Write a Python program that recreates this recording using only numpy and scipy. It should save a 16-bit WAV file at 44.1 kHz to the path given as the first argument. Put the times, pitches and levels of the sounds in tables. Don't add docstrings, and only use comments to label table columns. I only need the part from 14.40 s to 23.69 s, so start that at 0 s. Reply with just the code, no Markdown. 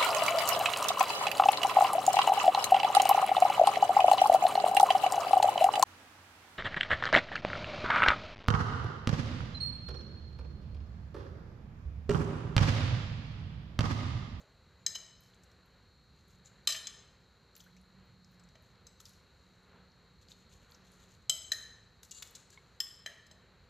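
import sys
import numpy as np
from scipy import signal
from scipy.fft import rfft, irfft, next_fast_len
from scipy.io import wavfile
from scipy.ndimage import map_coordinates

SR = 44100
rng = np.random.default_rng(int(sys.argv[2]) if len(sys.argv) > 2 else 0)


def materialize(psi):
    bounded = np.clip(np.atleast_2d(psi).T, -1, 1)
    quanta = np.round(bounded * 32767).astype(np.int16)
    wavfile.write(sys.argv[1], SR, quanta)


def boost(x):
    u = np.asarray(x, float) / 20
    return 10 ** u


N = 409688

# (time [s], peak level [dB], 1.8 kHz family [dB], 3 kHz family [dB], 4 kHz family [dB])
TAPS = [(0.464, -24.5, -12.5, -10.5, -8.5), (2.2731, -17, -20.5, -7, -9.5), (2.29, -33, -2, -8.5, -19),
        (2.3217, -31, -21, -3, -15), (2.4705, -30.5, -22, -9, -17), (3.996, -60, -16, -17, -13),
        (4.154, -61, 1, -4, -7), (4.468, -48, -30.5, -29.5, -14), (6.8963, -17.5, -42, 2, -13.5),
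        (7.1188, -23, -3.5, -7, -6), (7.1313, -40.5, 11, -27, -3), (8.6617, -46, 11, 13.5, 0.5),
        (8.6737, -58.5, 25.5, -13, -17), (8.8666, -58.5, 0, -3, -21), (8.9121, -54, 4, -2, -8)]
# (5 kHz [dB], 6 kHz [dB], 7.5 kHz [dB], treble [dB], upper twin [dB])
TAP_FAMILIES = [(-6, 1, 0.5, -8.5, 3.5), (-11.5, -2, -4, -2.5, -3.5), (-14.5, 2.5, 3, -6.5, -4),
                (-12, -5.5, -6.5, -4, -5), (-14, -6, -6, -16, 5.5), (-9, -2, 0, -8, 0),
                (-9, 4, -3, -13, -2), (-10.5, 2.5, 1.5, -6, 2), (-16.5, -2, 2.5, -4, 3.5),
                (-14.5, 1, -6.5, -4.5, 2), (-5, -3, 3.5, -7, -2), (-6, 8.5, 3, 5.5, 2.5),
                (-5, 4, -4, -9, 1), (-10.5, -1, 0, -1, 4.5), (-11, 1, 3, -4, 3.5)]
# (frequency [Hz], level [dB], T60 [s], twin weight [negative lower, positive upper])
PLATE_MODES = [(955, -40, 0.043, 0.5), (1190, -36.5, 0.12, -3), (1322, -25, 0.023, 1),
               (1775, -5.5, 0.048, -0.5), (1856, -5.5, 0.045, -0.5), (2030, -34.5, 0.074, 2),
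               (2300, -24.5, 0.042, 0), (2500, -22.5, .04, -2), (2825, -23.5, 0.018, 0.5),
               (3007, -14.5, 0.085, 0), (3113, -6.5, 0.098, 0), (3460, -15.5, 0.02, 2),
               (3655, -20.5, 0.055, -2.5), (4015, 7, 0.055, 0), (4023, -0.5, 0.046, -0.5),
               (4170, -5, .04, -2), (4370, -19, .06, -0.5), (4860, -6.5, .04, 1.5), (5065, -2.5, .05, -1.5),
               (5130, -2, 0.059, 1.1), (5230, -3.5, 0.11, 1), (5870, -14, .04, 1), (5540, -17.5, .03, -.5),
               (6080, -8.5, 0.029, 0), (6338, -3, 0.018, 0.5), (6410, -8.5, .05, 1.5),
               (6650, -18.5, 0.046, -0.5), (7050, -14, 0.03, 2), (7380, -17, .04, -2.5),
               (7500, -15.5, 0.074, -1.5), (7640, -16, 0.07, 1.5), (7734, -13.5, 0.1, 0),
               (8000, -30, .05, 0.5), (8630, -24.5, 0.034, 0), (9210, -18, 0.04, -1.5),
               (10200, -28.5, 0.022, -2.5), (10300, -28, .04, 1.5), (10800, -21.5, 0.044, 0.5),
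               (11340, -20.5, .04, 0.5), (11560, -28, .03, 0), (12460, -17, 0.035, 0),
               (12900, -23, .035, -.5), (14200, -24.5, .02, 0), (15280, -32, 0.044, 1)]
# (lower edge [Hz], upper edge [Hz])
FAMILIES = [(1600, 2000), (2850, 3250), (3800, 4300), (4800, 5900), (6000, 6600), (7200, 8000),
            (8000, 16000), (2850, 3030)]
# (time [s], length [s], level [dB], 3 kHz family [dB], 4 kHz family [dB])
DRAGS = [
    (0.544, 0.02, -40, -1, -2.5),
    (2.286, 0.033, -42, -4, -10),
    (2.295, 0.039, -44, 5.5, 2),
    (2.335, 0.057, -48, 4.5, -37),
    (2.41, 0.086, -63, -9, 12),
]
# (1.8 kHz [dB], 5 kHz [dB], treble [dB], lower 3 kHz twin [dB], upper twin [dB])
DRAG_FAMILIES = [(-6.5, -1, -6, 14, -0.5), (-3.5, -8, 5, 2, 4.5), (-4, 2, 2.5, 0, -1), (-2, -12, 0, 1, 2.5),
                 (-2.5, -7, -2, 1, 4)]
# (time [s], peak level [dB])
THUMPS = [
    (0.464, -59),
    (0.555, -58),
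    (2.274, -52.5),
    (2.299, -50.5),
    (2.329, -66.5),
    (4.156, -60.5),
    (6.896, -50),
    (7.118, -55),
    (8.662, -51.5),
    (8.915, -61),
]
# (time [s], peak level [dB])
RIM_TAPS = [
    (8.4032, -18.5),
]
# (frequency [Hz], level [dB], T60 [s])
RIM_MODES = [(1840, -20.5, 0.08), (2590, -29.5, 0.13), (3124, -8, 0.052), (3430, -13.5, 0.03),
             (4200, -22, 0.046), (4920, -6.5, 0.029), (5230, -2, 0.04), (6140, -27, .05),
             (6450, -22, 0.065), (7050, -21, .06), (7480, -10, 0.032), (8650, -29, 0.07), (10320, -28, .03),
             (11400, -20.5, 0.032), (12800, -23, 0.049), (15300, -26, .03)]
# (time [s], peak level [dB], centre [Hz], width [octaves])
RATTLE = [(0.003, -53.5, 620, 0.74), (0.556, -41, 1110, 3.2), (2.287, -32.5, 3485, 2.6),
          (2.2882, -32, 2300, 4.3), (2.293, -34, 4970, 2.4), (2.2988, -29.5, 3930, 1.8),
          (2.3035, -30.5, 3500, 3.5), (2.3062, -34, 5040, 1.9), (2.317, -37, 3630, 1.9),
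          (2.322, -31.5, 4480, 1.3), (2.323, -28.5, 5190, 1.5), (2.328, -32.5, 4600, 1.6),
          (2.333, -34.5, 4500, 0.97), (2.345, -34, 2210, 1.8), (2.348, -31, 2980, 2.2),
          (2.367, -40, 2500, 2.7), (4.156, -53.5, 1660, 2.1)]
# (time [s], peak level [dB], centre [Hz], width [octaves])
TICKS = [(1.035, -53, 7320, 0.78), (1.1155, -55, 4560, 2.2), (2.0583, -48, 6900, 0.59),
         (3.1535, -43.5, 6500, 1.5), (3.165, -47, 4200, 1.2), (3.164, -42, 13500, 1),
         (3.198, -55, 7300, 0.44), (3.206, -45, 5930, 1.2), (3.2125, -51, 5900, 0.91),
         (3.239, -62, 6300, .3), (3.3718, -60, 6190, 0.52), (4.0377, -55, 6950, 0.54),
         (4.089, -54, 5070, 1.2), (4.6058, -49, 6440, 0.99), (4.655, -41, 5400, 1.3), (4.665, -49, 4500, 2),
         (4.735, -58, 5500, 1.5), (7.6961, -56, 4400, .6), (7.825, -31.5, 2940, 2.3),
         (7.951, -44, 4230, 0.8), (6.347, -49.5, 5760, 0.56), (7.6322, -36, 5450, 3),
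         (7.649, -49, 6950, 0.77), (7.711, -36, 7000, 1), (7.7155, -34.5, 6900, 0.51),
         (7.776, -46, 6950, 0.61), (8.55, -56, 6300, .5), (8.175, -55, 3000, 0.99),
         (7.8236, -30, 6600, 2.4), (7.874, -44, 7380, 1.3), (7.9527, -37, 7000, 1),
         (7.959, -38, 7200, 0.77), (8.1037, -46, 6670, 1.3), (3.8464, -50, 5400, 0.99),
         (3.366, -54, 4500, 2.5), (0.945, -57, 7500, 0.83), (8.6615, -34, 2120, 1.7)]
# (time [s], peak level [dB], centre [Hz])
SPITS = [(0.807, -51, 12100), (1.042, -62, 11500), (1.26, -59, 11600), (1.8831, -58.5, 11400),
         (3.1794, -47.5, 11200), (3.204, -52, 15000), (3.242, -55, 12100), (3.414, -57.5, 9500),
         (3.6553, -63, 15300), (3.916, -59, 15000), (4.2243, -57, 11600), (4.6059, -52, 12540),
         (4.654, -53, 11400), (4.6937, -50, 9450), (5.2335, -65.5, 10970), (6.3131, -49, 11400),
         (6.5194, -50, 9800), (7.9097, -49, 11600)]
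# (time [s], peak level [dB], centre [Hz])
KNOCKS = [
    (0.9373, -57, 3700),
    (3.204, -46.5, 3450),
    (4.357, -57, 4000),
    (4.662, -51, 4030),
    (5.5188, -59.5, 4900),
    (5.886, -46, 4400),
    (5.9185, -40.5, 3700),
    (6.3203, -48, 4180),
]
# (frequency [Hz], gain [dB])
CAPSULE = [(20, 3), (7900, -1), (8400, -11), (15300, 0.5), (15800, -22), (20000, -47)]
# (time [s], length [s], level [dB])
PEELING = [(0.79, 0.14, -76), (1.021, 0.04, -76), (2.248, .012, -74), (3.16, 0.065, -75),
           (3.187, 0.11, -83), (3.905, 0.071, -78), (4.652, 0.067, -62.5), (4.7, 0.095, -82),
           (7.628, .04, -61), (7.847, 0.085, -70), (4.6, .02, -70)]
# (time [s], length [s], level [dB])
PRESSING = [(0.0, 0.029, -67), (1.752, 0.11, -77), (1.872, 0.1, -70), (2.12, 0.14, -88),
            (3.847, 0.045, -85), (4.214, 0.13, -77), (4.599, 0.02, -58), (4.688, 0.15, -79),
            (4.86, 0.54, -80.5), (5.754, 0.18, -89), (5.812, 0.03, -67.5), (5.877, 0.073, -62),
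            (5.961, 0.09, -71.5), (6.802, 0.064, -77), (8.183, 0.57, -78.5)]
# (time [s], level [dB])
PRODS = [
    (6.09, -65.5),
    (6.192, -73),
    (6.28, -69),
    (6.438, -68),
    (6.5, -68.5),
    (6.581, -66.5),
    (6.678, -65.5),
]
# (time [s], length [s], level [dB])
SLIDING = [
    (0.39, 0.089, -94),
    (2.045, 0.041, -57),
    (7.709, 0.021, -51),
    (7.743, 0.068, -54),
    (7.822, 0.016, -42.5),
    (7.95, 0.024, -54),
    (7.98, 0.051, -68),
    (8.108, 0.063, -64.5),
]
# (frequency [Hz], density [dB per Hz])
PEEL_SPECTRUM = [(1470, -20.5), (2800, -14.5), (3600, -4), (5200, -0.5), (6750, 1.5), (8000, -7.5),
                 (11000, -43.5), (18700, -120)]
PRESS_SPECTRUM = [(1470, -21), (2500, -13), (3560, -5.5), (5600, -12.5), (6750, -1.5), (8500, -18),
                  (11000, -46.5), (18700, -120)]
SLIDE_SPECTRUM = [(1470, -26), (3000, -13), (4200, -3.5), (5600, -15), (6700, -4), (7300, -2.5),
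                  (8300, -19), (11000, -38.5), (18700, -120)]
FIZZ_SPECTRUM = [(5000, -52.5), (8500, -19.5), (10300, -1), (11600, 7.5), (15500, -11.5), (16000, -15)]
# (time [s], level [dB], floor over wall [dB])
BOWL_TAPS = [
    (7.712, -54.5, -6),
    (7.75, -60, 3),
    (7.766, -60, 9),
    (7.829, -66, -6),
]
# (frequency [Hz], level [dB], T60 [s], side [-1 wall to 1 floor])
BOWL_MODES = [(2816, -1, 0.12, 0), (3460, -7.5, 0.098, -1), (3900, -6, 0.15, -.5), (4640, -7, 0.18, 1),
              (5400, -14, 0.14, -1), (6620, -2, .2, .6), (7200, 3, 0.17, .6)]
# (time [s], peak level [dB], frequency [Hz], rise [octaves], T60 [s])
BUBBLES = [
    (.395, -76, 6850, .4, .5),
    (8.595, -62, 1200, .05, .03),
    (3.263, -58, 1400, 2.5, .11),
    (3.365, -64, 2100, 2.2, .1),
    (8.175, -47, 2180, .02, .045),
    (8.175, -54, 1050, .02, .035),
    (8.13, -61, 1650, .05, .05),
    (4.603, -55, 1300, .05, .025),
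    (7.823, -48, 1300, .6, .02),
    (7.632, -55, 1500, .3, .015),
]
# (frequency [Hz], gain [dB])
WALLS = [(400, 6.5), (1800, 0), (3000, -3.5), (5000, -4.5), (7500, -3.5), (12000, 0.5), (16000, -1.5)]
# (frequency [Hz], T60 [s])
REVERBERATION = [(500, .6), (1500, 0.81), (4000, 0.7), (9000, 0.6), (15000, 0.26)]
# (time [s], length [s], level [dB])
HUM = [
    (0.312, 1, -73.5),
    (1.688, 1.32, -73.5),
    (3.124, 1.04, -67),
    (4.22, 0.66, -73),
    (4.97, 1.3, -72),
    (6.328, 0.48, -66.5),
    (7, 0.84, -76),
    (7.98, 0.38, -75),
    (8.5, 0.93, -78),
]
# (frequency [Hz], rms level [dB])
WHINE = [(3731, -93.5), (3822, -92.5), (3871, -92), (3908, -82.5), (4000, -85.5), (4091, -90),
         (4183, -91.5), (4274, -77.5)]
# (frequency [Hz], width [Hz], level [dB])
HOUSING = [(3770, 310, -2.5), (4180, 160, 2)]
# (time [s], level [dB])
RUMBLE_LEVEL = [(0.0, -69.5), (2.14, -68), (3.15, -71), (3.72, -67.5), (5.3, -70), (5.82, -67),
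                (7.12, -67.5), (7.5, -68.5), (8.64, -70), (9.29, -67.5)]
# (frequency [Hz], density [dB per Hz])
RUMBLE = [(12, -62.5), (20, -25), (45, -3), (64, 1.5), (146, -3), (183, -6), (219, -8.5), (289, -17.5),
          (350, -17.5), (460, -43), (770, -120)]
AIR = [(150, -37), (250, -3.5), (291, -13), (413, -1), (441, -5.5), (481, -1.5), (619, -9.5), (1470, -7),
       (3400, -18), (4420, -53), (7480, -120)]
HISS = [(1760, -50), (3000, -35), (3580, -13.5), (3770, -6), (4250, -5.5), (4430, -8), (4530, -5),
        (5110, -18.5), (7240, -13.5), (8710, -31), (10100, -33), (11600, -23.5), (12500, -32), (15400, -27),
        (16400, -47)]
# (frequency [Hz], left over right [dB])
PORTS = [(40, 1), (180, -3), (400, 0.5), (4400, 0.5), (6000, 2.5), (7200, 9.5), (8000, 10), (8800, -2.5),
         (10000, -8.5), (11800, -6.5), (13000, 3.5)]
# (frequency [Hz], level [dB])
APART = [(30, -24), (200, -15), (500, -20), (1200, -28), (4500, -41.5), (6000, -18.5), (8000, -5.5),
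         (10000, -1), (11800, -4), (12600, -19), (15000, -25.5)]

THUMP_HZ, HUM_HZ, MOTOR_TURNS_HZ = 637, 184, 45.5
TICK_T60, SPIT_T60, KNOCK_T60, RATTLE_T60 = 0.026, 0.0166, 0.013, 0.018
SPIT_OCTAVES, KNOCK_OCTAVES = 0.45, 0.54
RATTLE_DULL_DB, RATTLE_DAMPING = -17, 1.6
PROD_S = 0.099
PEEL_FIZZ_DB, PRESS_FIZZ_DB, SLIDE_FIZZ_DB = -8, -14.5, -18.5
HUM_EDGE_S, HUM_FADE_DB = 0.11, 1
AIR_DB, HISS_DB = -69, -77


def unit(x):
    return x / np.sqrt(np.mean(x ** 2) + 1e-20)


def along(points, hz):
    f, v = np.transpose(points)
    return np.interp(np.log(hz + 1), np.log(f + 1), v)


def wobble(rate):
    knots = rng.standard_normal(int(N * rate / SR) + 4)
    return map_coordinates(knots, [np.arange(N) * rate / SR])


def filtered(x, response):
    m = next_fast_len(x.shape[-1] + 4096)
    spectrum = rfft(x, m) * response(np.fft.rfftfreq(m, 1 / SR))
    return irfft(spectrum, m)[..., :x.shape[-1]]


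def noise(spectrum, source=None):
    if source is None:
        source = rng.standard_normal(N)
    return unit(filtered(source, lambda hz: boost(along(spectrum, hz))))


def resonances(peaks):
    def response(f):
        total = 0
        for k, (centre, width, db) in enumerate(peaks):
            loss = 1j * f * width
            total = total + (-1) ** k * boost(db) * loss / (centre * centre - f * f + loss)
        return total
    return response


def add(track, s, sound):
    part = track[round(s * SR):][:len(sound)]
    part += sound[:len(part)]


def ring(hz, db, t60, rise=0.0014, scatter_db=0.7, wash_db=0.0, dip_db=9):
    t = np.arange(SR // 5) / SR
    db = db + scatter_db * rng.standard_normal(len(hz))
    phase = hz[:, None] * t + rng.random((len(hz), 1))
    modes = boost(db[:, None] - 60 * t / t60[:, None]) * np.sin(2 * np.pi * phase)
    modes *= 1 - np.exp(-t * hz[:, None] / 2.0)
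    wash_level = 0.64 * db + 0.28 * db.max() - 1.9 * (hz > 8000)
    outline = [(400, db[0] - 11.0), *zip(hz, wash_level), (16500, db[-1] - 13.5)]
    wash = filtered(rng.standard_normal(len(t)), lambda f: boost(along(outline, f)))
    wash *= boost(wash_db - 60 * t / 0.077)
    dip = boost(-dip_db / (1 + np.exp((0.011 - t) / 0.0021)))
    return (modes.sum(axis=0) + wash) * (1 - np.exp(-(t / rise) ** 2)) * dip


def plate_taps(hz, level, t60, twin, member):
    out = np.zeros(N)
    for (s, db, *low), (*high, twin_db) in zip(TAPS, TAP_FAMILIES):
        spot = twin_db * twin + (low + high) @ member[:-1]
        add(out, s - 0.0012, ring(hz, db + 1.0 + level + spot, t60))
    return out


def plate_drags(hz, level, t60, twin, member):
    out = np.zeros(N)
    for (s, length, db, *middle), (low, *high, twin_db) in zip(DRAGS, DRAG_FAMILIES):
        count = round(length * SR)
        slips = np.hanning(count) * rng.standard_normal(count) ** 3
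        spot = twin_db * twin + [low, *middle, *high] @ member[[0, 1, 2, 3, 6, 7]]
        sound = signal.fftconvolve(slips, ring(hz, level + spot, t60, wash_db=-9.0))
        add(out, s, boost(db) * sound / np.sqrt(np.mean(sound[:count] ** 2)))
    return out


def plate_thumps():
    out, t = np.zeros(N), np.arange(SR // 10) / SR
    for s, db in THUMPS:
        decay = boost(db + 3.5 - 60 * t / 0.044) * (1 - np.exp(-t / 0.00024))
        add(out, s - 0.0015, decay * np.sin(2 * np.pi * THUMP_HZ * t))
    return out


def rim_tap():
    out = np.zeros(N)
    hz, level, t60 = np.transpose(RIM_MODES)
    for s, db in RIM_TAPS:
        add(out, s - 0.0012, ring(hz, db - 3 + level, t60, scatter_db=1.5))
    return out


def plate():
    hz, level, t60, twin = np.transpose(PLATE_MODES)
    member = np.array([(hz > low) & (hz < high) for low, high in FAMILIES])
    modes = hz, level, t60, twin, member
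    return plate_taps(*modes) + plate_drags(*modes) + plate_thumps() + rim_tap()


def contacts():
    out, t = np.zeros(N), np.arange(SR // 8) / SR
    voice = resonances([(hz, RATTLE_DAMPING * 2.2 / t60, db / 2) for hz, db, t60, _ in PLATE_MODES])
    plain = lambda f: 1
    plated = lambda f: voice(f) + boost(RATTLE_DULL_DB)
    events = [(*row, TICK_T60, plain) for row in TICKS]
    events += [(*row, KNOCK_OCTAVES, KNOCK_T60, plain) for row in KNOCKS]
    events += [(*row, SPIT_OCTAVES, SPIT_T60, plain) for row in SPITS]
    events += [(*row, RATTLE_T60, plated) for row in RATTLE]
    for s, db, hz, width, t60, body in events:
        burst = rng.standard_normal(len(t)) * boost(-60 * t / t60) * (1 - np.exp(-t / 0.00041))
        burst[20] += 3
        band = lambda f: (1 + (np.log2((f + 1) / hz) / (width / 2)) ** 2) ** -1.5
        burst = filtered(np.pad(burst, (64, 0)), lambda f: body(f) * band(f))
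        add(out, s - 0.002, boost(db) * burst / np.abs(burst).max())
    return out


def rustle():
    grains = rng.standard_normal(N) * boost(3.5 * wobble(300) + 1.8 * wobble(45))
    fizz, out = noise(FIZZ_SPECTRUM, grains), np.zeros(N)
    pressing = PRESSING + [(s, PROD_S, db) for s, db in PRODS]
    kinds = [(PEELING, PEEL_SPECTRUM, PEEL_FIZZ_DB),
             (pressing, PRESS_SPECTRUM, PRESS_FIZZ_DB),
             (SLIDING, SLIDE_SPECTRUM, SLIDE_FIZZ_DB)]
    for strokes, spectrum, fizz_db in kinds:
        rub = noise(spectrum, grains) + boost(fizz_db) * fizz
        for s, length, db in strokes:
            part = slice(round(s * SR), round((s + length) * SR))
            swell = np.sin(np.pi * np.linspace(0, 1, part.stop - part.start) ** 0.73)
            out[part] += swell * boost(db - 1.5) * rub[part]
    return out


def bowl():
    out = np.zeros(N)
    hz, level, t60, side = np.transpose(BOWL_MODES)
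    t60 = np.clip(t60, 0.1, 0.3)
    for s, db, spot_db in BOWL_TAPS:
        spot = db + level + spot_db * side
        add(out, s, ring(hz, spot, t60, rise=0.003, scatter_db=1, wash_db=-30, dip_db=0))
    return out


def bubbles():
    out, t = np.zeros(N), np.arange(SR // 8) / SR
    for s, db, hz, rise, t60 in BUBBLES:
        pitch = hz * 2 ** (rise * t / t60)
        decay = boost(db - 60 * np.cumsum(pitch / hz) / SR / t60) * (1 - np.exp(-t / 0.00014))
        add(out, s, decay * np.sin(2 * np.pi * np.cumsum(pitch) / SR))
    return out


def kitchen(x, step):
    out = np.zeros(N)
    for start in range(0, N, step):
        hz, t, z = signal.stft(rng.standard_normal(3 * SR // 4), SR, nperseg=256)
        z = z * boost(-60 * t / along(REVERBERATION, hz)[:, None])
        tail = signal.istft(z, SR, nperseg=256)[1]
        tail *= 1 - np.exp(-(np.arange(len(tail)) / SR / 0.0064) ** 2)
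        tail /= np.linalg.norm(tail)
        add(out, start / SR, signal.fftconvolve(x[start:start + step], tail))
    return out


def fridge_hum():
    t, swells = np.arange(N) / SR, np.zeros(N)
    for s, length, db in HUM:
        edges = np.clip(np.minimum(t - s, s + length - t) / HUM_EDGE_S, 0, 1)
        swells += boost(db - HUM_FADE_DB * np.clip((t - s) / length - 0.5, -1, 1)) * edges
    pitch = HUM_HZ + 2.6 * wobble(2.5) + 1.5 * wobble(12)
    return np.sqrt(2) * swells * boost(2.0 * wobble(13)) * np.sin(2 * np.pi * np.cumsum(pitch) / SR)


def fridge_whine():
    t, out = np.arange(N) / SR, np.zeros(N)
    for hz, db in WHINE:
        level = np.sqrt(2) * boost(db - 0.8 + 1.5 * wobble(3.8))
        out += level * np.sin(2 * np.pi * hz * t + 0.92 * wobble(9))
    return out


def fridge_housing():
    t = np.arange(N) / SR
    turning = 1 + 1.1 * np.sin(2 * np.pi * MOTOR_TURNS_HZ * t + 2.1 * wobble(5))
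    housing = resonances(HOUSING)
    return boost(-78.5) * unit(filtered(turning * rng.standard_normal(N), lambda f: housing(f) ** 2))


def distance():
    s, db = np.transpose(RUMBLE_LEVEL)
    rumble_db = np.interp(np.arange(N) / SR, s, db) + 3.0 + 0.64 * wobble(4)
    air_db = AIR_DB + 1.1 * wobble(8.0) + 0.78 * wobble(1.89)
    return boost(rumble_db) * noise(RUMBLE) + boost(air_db) * noise(AIR) + boost(HISS_DB) * noise(HISS)


def scene():
    touches = filtered(contacts(), lambda hz: boost(along(CAPSULE, hz)))
    near = plate() + bowl() + touches + rustle()
    thrown = filtered(near, lambda hz: boost(along(WALLS, hz)))
    fridge = fridge_hum() + fridge_whine() + fridge_housing()
    shared = near + bubbles() + boost(-6.5) * kitchen(thrown, SR // 3) + distance() + fridge
    unshared = boost(-13.5) * kitchen(thrown, N) + distance()
    unshared = filtered(unshared, lambda hz: boost(along(APART, hz)))
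    return np.array([shared + unshared, shared - unshared])


def band_limit(x):
    return signal.sosfilt(signal.butter(12, 16550, fs=SR, output="sos"), x)


def record(dry):
    left = lambda hz: 1 / (1 + boost(-along(PORTS, hz)))
    top = lambda hz: boost(-14 * np.clip((hz - 15480) / 120, 0, 1))
    mix = filtered(dry, lambda hz: 2 * top(hz) * np.array([left(hz), 1 - left(hz)]))
    return band_limit(mix)


dry = scene()
out = record(dry)
materialize(out)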